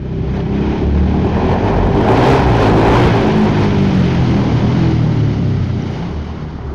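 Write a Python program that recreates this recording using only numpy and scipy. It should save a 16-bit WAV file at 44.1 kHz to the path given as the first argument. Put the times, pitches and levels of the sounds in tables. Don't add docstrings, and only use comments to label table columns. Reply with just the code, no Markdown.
import sys
import numpy as np
from scipy import signal
from scipy.fft import rfft, irfft
from scipy.io import wavfile
from scipy.ndimage import uniform_filter1d, map_coordinates

SR = 44100
rng = np.random.default_rng(int(sys.argv[2]) if len(sys.argv) > 2 else 0)


def generate_wav(signal):
    frames = np.transpose(np.atleast_2d(signal))
    scaled = np.clip(frames, -1, 1) * 32767
    pcm = np.round(scaled).astype(np.int16)
    wavfile.write(sys.argv[1], SR, pcm)


def decibels_to_gain(level_db):
    exponent = np.asarray(level_db, float) / 20
    return 10 ** exponent


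N = 297630

# freq_hz, level_db
PIPE_RESONANCE = [(140, -30), (230, -4), (290, -3), (335, -2.5), (388, -0.5), (423, -5), (461, -17),
                  (836, -10.5), (1300, -39.5), (1690, -46), (2860, -120)]


def unit(x):
    return x / np.sqrt(np.mean(x ** 2) + 1e-20)


def along(points, hz):
    freq_hz, value = np.transpose(points)
    return np.interp(np.log(hz + 1), np.log(freq_hz + 1), value)


def curves(rows):
    time_s, *columns = np.transpose(rows)
    return [np.interp(np.arange(N) / SR, time_s, column) for column in columns]


def wobble(rate_hz):
    knots = rng.standard_normal(int(N * rate_hz / SR) + 4)
    return map_coordinates(knots, [np.arange(N) * rate_hz / SR])


def bump(middle_s, length_s):
    phase = np.clip((np.arange(N) / SR - middle_s) / length_s, -.5, .5)
    return np.cos(np.pi * phase) ** 2


def coloured(x, spectrum):
    size = 16384
    gain = decibels_to_gain(along(spectrum, np.fft.rfftfreq(size, 1 / SR)))
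    cepstrum = irfft(np.log(gain + 1e-6), size)
    cepstrum[1:size // 2] *= 2
    cepstrum[size // 2 + 1:] = 0
    return signal.fftconvolve(x, irfft(np.exp(rfft(cepstrum)), size))[:N]


def rush(spectrum, patchy_db):
    z = signal.stft(rng.standard_normal(N), nperseg=512)[2]
    field = uniform_filter1d(rng.standard_normal(z.shape), size=8, axis=0)
    field = uniform_filter1d(field, size=6, axis=1)
    noise = signal.istft(z * decibels_to_gain(patchy_db * unit(field)), nperseg=512)[1][:N]
    return unit(coloured(noise, spectrum))


def crankshaft():
    # time_s, cycle_hz
    revs = [(0, 31.77), (.42, 32.71), (.9, 36.18), (1.25, 38.67), (1.5, 42.14), (1.81, 47), (2.07, 52.98),
            (3.4, 53.3), (3.83, 49.08), (4.27, 41.32), (4.57, 38.17), (4.77, 42.08), (5.16, 37.65),
            (5.74, 30.2), (5.9, 29.7), (6.14, 37.2), (6.4, 38.97), (6.75, 34.2)]
    # middle_s, length_s, rise_hz
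    flares = [
        (1.656, .3, 6.5),
        (2.345, .6, 14.5),
        (3.002, .6, 6.5),
    ]
    return curves(revs)[0] + sum(rise * bump(s, length) for s, length, rise in flares)


def orders(cycle_hz, drone_db, throttle):
    pulling = [-2, 0.5, -8, -5, -2.5, -5, -13.5, -10]
    coasting = [-14.5, -7.5, -0.5, -1, -6, -8.5, -8, -10]
    # freq_hz, gain_db
    walls = [(30, -15), (42, -4), (58, -1.5), (120, 2), (250, -0.4), (450, -1.5)]
    # middle_s, length_s, freq_hz, gain_db
    standing = [(0.34, 1.1, 65, 1), (0.62, 0.7, 205, 7.5), (0.79, .16, 70, -14), (1.048, 0.82, 75, 5.5),
                (1.111, 1, 188, 4.5), (5.55, .7, 65, -5), (1.85, 0.35, 47, 10), (2.299, 0.1, 130, 10.5),
                (2.44, 0.38, 67, 8.5), (2.706, .3, 108, 3), (2.836, 0.24, 330, 13), (2.916, 0.24, 58, 4),
                (2.992, 0.2, 119, 6.5), (3.11, .2, 172, 10.5), (3.04, .24, 355, 10), (3.35, 0.74, 210, 7),
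                (3.948, 0.69, 188, 6.5), (3.758, 2.2, 100, 6.5), (4.374, 0.32, 203, 11.5),
                (4.302, 0.29, 330, 9), (4.65, 0.12, 195, 11), (4.95, .5, 160, 4.5), (4.89, 0.4, 325, 11.5),
                (5.1, 1.2, 115, 4), (5.62, 0.53, 97, 3), (.15, .5, 160, 3), (6.04, 0.28, 165, 11.5),
                (6.241, 0.39, 76, 11), (6.46, 0.26, 146, 13.5), (6.68, 0.14, 70, 12)]
    lift_s, lift_length_s, pickup_s = 3.22, 0.29, 6.0
    t = np.arange(N) / SR
    idling = np.clip((t - pickup_s) / .1 + 1, 0, 1)
    lifted = np.clip((t - lift_s) / lift_length_s + .5, 0, 1) * (1 - idling)
    torn_db = 0.16 * np.clip(cycle_hz - 40, 0, None) * (1 - lifted) + 4 * idling
    levels = []
    for k, (pull, coast) in enumerate(zip(pulling, coasting), 1):
        level_db = drone_db + pull + lifted * (coast - pull) + along(walls, k * cycle_hz)
        level_db = level_db - (k > 2) * torn_db
        cancel_db = 4 * throttle * np.clip(wobble(12), 0, None) ** 2
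        levels.append(level_db + 0.82 * wobble(3.02) - cancel_db)
    for s, length, hz, db in standing:
        nearest = int(np.clip(round(hz / cycle_hz[int(s * SR)]), 1, len(levels))) - 1
        levels[nearest] = levels[nearest] + db * bump(s, length)
    return levels


def upper_orders(cycle_hz, bark_db, flank):
    facing_db = bark_db - 11.5 - 6 * flank
    return [facing_db + along(PIPE_RESONANCE, k * cycle_hz) + 1.5 * wobble(7.6) for k in range(9, 14)]


def drone(turns, order_db):
    total = np.zeros(N)
    for k, db in enumerate(order_db, 1):
        scatter = 0.63 * wobble(2.005) + 0.13 * wobble(14)
        sine = np.sin(2 * np.pi * (k * turns + rng.uniform()) + scatter)
        total += np.sqrt(2) * decibels_to_gain(db + 1.43 * wobble(13) + 0.47 * wobble(16)) * sine
    return total


def alley(x):
    # freq_hz, t60_s
    decay = [(60, 0.61), (500, 0.39), (3000, 0.14)]
    hz, t, z = signal.stft(rng.standard_normal(SR // 2), SR, nperseg=256)
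    tail = signal.istft(z * decibels_to_gain(-60 * t / along(decay, hz)[:, None]), SR, nperseg=256)[1]
    return signal.fftconvolve(x, tail / np.linalg.norm(tail))[:N]


def bark(turns, jitter_s, scatter_db):
    at = np.flatnonzero(np.diff(np.floor(turns)))
    chance = rng.standard_normal((len(at), 2))
    at = np.clip(at + np.round(jitter_s * SR * chance[:, 0]).astype(int), 0, N - 1)
    pulses = coloured(np.bincount(at, decibels_to_gain(scatter_db * chance[:, 1]), N), PIPE_RESONANCE)
    return unit(pulses + decibels_to_gain(3) * alley(pulses))


def smear(gas, hum, throttle):
    # freq_hz, level_db per Hz
    rumble = [(15, -41), (25, -16.5), (75, -1.5), (141, 1.5), (285, -5.5), (547, -19), (600, -13.5),
              (780, -58.5), (1320, -120)]
    smear_db = -21.5 + .3 * gas + 0.51 * hum + 1.5 * throttle
    return decibels_to_gain(smear_db) * rush(rumble, patchy_db=1.5)


def intake_roar(rasp_db, stab_db, throttle, puff):
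    # freq_hz, level_db per Hz
    roar = [(300, -31.5), (450, 0), (590, -6.5), (680, -3.5), (790, -2), (940, -3.5), (1080, -8.5),
            (1200, -20), (1750, -17.5), (2500, -34.5), (4200, -120)]
    roar_db = rasp_db - 0.4 + 11 * throttle + 0.062 * stab_db + 1.0 * wobble(11)
    return decibels_to_gain(roar_db + 1.4 * puff) * rush(roar, patchy_db=1.16)


def below_edge(x):
    return signal.sosfiltfilt(signal.cheby2(10, 30, 8030, fs=SR, output="sos"), x)


def gas_rasp(rasp_db, flank, puff):
    # freq_hz, level_db per Hz
    hiss = [(530, -23), (900, -11.5), (1200, -13), (1520, -8.5), (2000, -13), (2500, -10), (2800, -17.5),
            (3090, -13.5), (3560, -19), (6280, -31.5), (7500, -49), (9750, -89.5), (16500, -120)]
    # freq_hz, level_db per Hz
    clatter = [(530, -31.5), (900, -9), (1070, -8.5), (1180, -2), (1750, -7), (2110, -4), (2630, -11),
               (2980, -6), (3470, -11.5), (4650, -13.5), (5900, -19.5), (6510, -22), (7500, -38),
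               (9750, -71.5), (16500, -120)]
    noise = np.sqrt(1 - flank) * rush(hiss, patchy_db=1.0) + np.sqrt(flank) * rush(clatter, patchy_db=0.5)
    level_db = rasp_db - 0.5 + 0.62 * puff + 0.38 * wobble(11) + .6 * wobble(60)
    return decibels_to_gain(level_db) * below_edge(noise)


def valve_sizzle(rasp_db, flank):
    # freq_hz, level_db per Hz
    whistle = [(4880, -47), (8300, -12.5), (8610, -0.5), (9280, 4), (10800, -7.5), (14000, -43),
               (22000, -120)]
    return decibels_to_gain(rasp_db - 40.5 + 4.2 * flank) * rush(whistle, patchy_db=3.0)


def tick():
    # start_s, peak_db, pitch_hz
    ring = [
        (5.8225, -27, 5706),
    ]
    (start_s, peak_db, pitch_hz), = ring
    t = np.clip(np.arange(N) / SR - start_s, 0, None)
    envelope = decibels_to_gain(peak_db - 60 * t / 0.013) * (1 - np.exp(-t / 0.0011))
    return envelope * np.sin(2 * np.pi * pitch_hz * t)


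def street():
    # freq_hz, level_db per Hz
    far_wash = [(300, -42.5), (550, -6), (850, 0.5), (1100, 0), (1500, -5), (1900, -11.5), (2300, -24.5),
                (3000, -63), (5000, -120)]
    # freq_hz, level_db per Hz
    ground = [(15, -28), (30, -5), (55, -3.5), (110, -6.5), (250, -32), (600, -120)]
    # time_s, level_db
    wash_level = [(0, -55), (6, -51), (6.3, -45), (6.75, -39.5)]
    noise = rush(far_wash, patchy_db=3.0) + decibels_to_gain(5) * rush(ground, patchy_db=3.0)
    return decibels_to_gain(curves(wash_level)[0]) * noise


def scene():
    # time_s, gas_db as heard, drone_db, throttle 0-1
    path = [(0, -48, -29, 0), (.3, -40.5, -26, 0.22), (.9, -39.5, -22.5, 0.42), (1.4, -34, -22, 0.88),
            (1.9, -34, -21, 1.05), (2.17, -27.5, -22, .9), (2.5, -27.5, -21, 0.69), (2.78, -27.5, -18.5, 1),
            (3.3, -28, -21.5, 0.62), (3.85, -30.5, -20.5, 0), (4.3, -31, -21, 0.2), (4.8, -33, -20.5, .35),
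            (5.15, -36, -23, .05), (5.5, -38, -22.5, .01), (5.82, -41, -25, 0), (5.97, -43.5, -27.5, 0.35),
            (6.35, -43, -34, .3), (6.75, -49, -34, .7)]
    # middle_s, length_s, gain_db
    stabs = [(0.373, 0.13, 4.5), (0.683, 0.48, 5), (0.972, .14, 2.5), (1.32, 0.075, -1),
             (1.512, 0.084, 2.5), (1.678, .14, 3), (2.314, 0.32, 5), (2.627, 0.24, 3.5), (2.989, 0.42, 5),
             (3.636, 0.21, 1.5), (4.115, 0.36, 1.5), (4.8, 0.21, 0.5), (5.32, 0.19, 1.5),
             (5.991, 0.58, 5.5)]
    # time_s, share 0-1
    turning = [(0, 0.24), (3, 0.11), (3.6, 0.37), (5, 0.97), (6.75, 1)]
    cycle_hz = crankshaft()
    turns = np.cumsum(cycle_hz) / SR
    puff = np.cos(2 * np.pi * turns)
    gas_db, drone_db, throttle = curves(path)
    stab_db = sum(db * bump(s, length) for s, length, db in stabs)
    flank = np.clip(curves(turning)[0], 0, 1)
    gas, hum = gas_db - gas_db.mean(), drone_db - drone_db.mean()
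    rasp_db = gas_db + stab_db
    bark_db = -21 + 0.37 * gas + 0.28 * hum + 0.38 * stab_db + 7 * throttle
    bark_db = bark_db - 3 * flank + 1.9 * wobble(9)

    order_db = orders(cycle_hz, drone_db, np.clip(throttle, .1, 1))
    order_db += upper_orders(cycle_hz, bark_db, flank)
    engine = drone(turns, order_db)
    engine += decibels_to_gain(bark_db - 6 - 3.9 * flank) * bark(turns, jitter_s=0.00034, scatter_db=4.0)
    engine += smear(gas, hum, throttle)
    engine += intake_roar(rasp_db, stab_db, throttle, puff)
    engine += gas_rasp(rasp_db, flank, puff)
    engine += valve_sizzle(rasp_db, flank)
    return (engine + tick() + street())[None]


def low_pass(x):
    return signal.sosfilt(signal.butter(12, 15710, fs=SR, output="sos"), x)


def record(dry):
    # time_s, ceiling
    fade = [(0, .28), (.5, .42), (.85, .5), (1.1, .55), (2.1, .64), (3.3, .64), (4.5, .56), (4.75, .52),
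            (5.4, .42), (6.75, .2)]
    top, hard_ceiling = curves(fade)[0], .497
    x = decibels_to_gain(1.5) * dry
    rounded = x / (1 + np.abs(x / top) ** 9) ** (1 / 9)
    excess = below_edge(rounded - x)
    offset = -.075 * np.sqrt(np.abs(uniform_filter1d(x ** 2, size=8000)))
    end_ramps = np.clip(np.minimum(np.arange(N, 0, -1) / 60, np.arange(N) / 40), 0, 1)
    return low_pass(end_ramps * np.clip(x + excess + offset, -hard_ceiling, hard_ceiling))


dry = scene()
out = record(dry)
generate_wav(out)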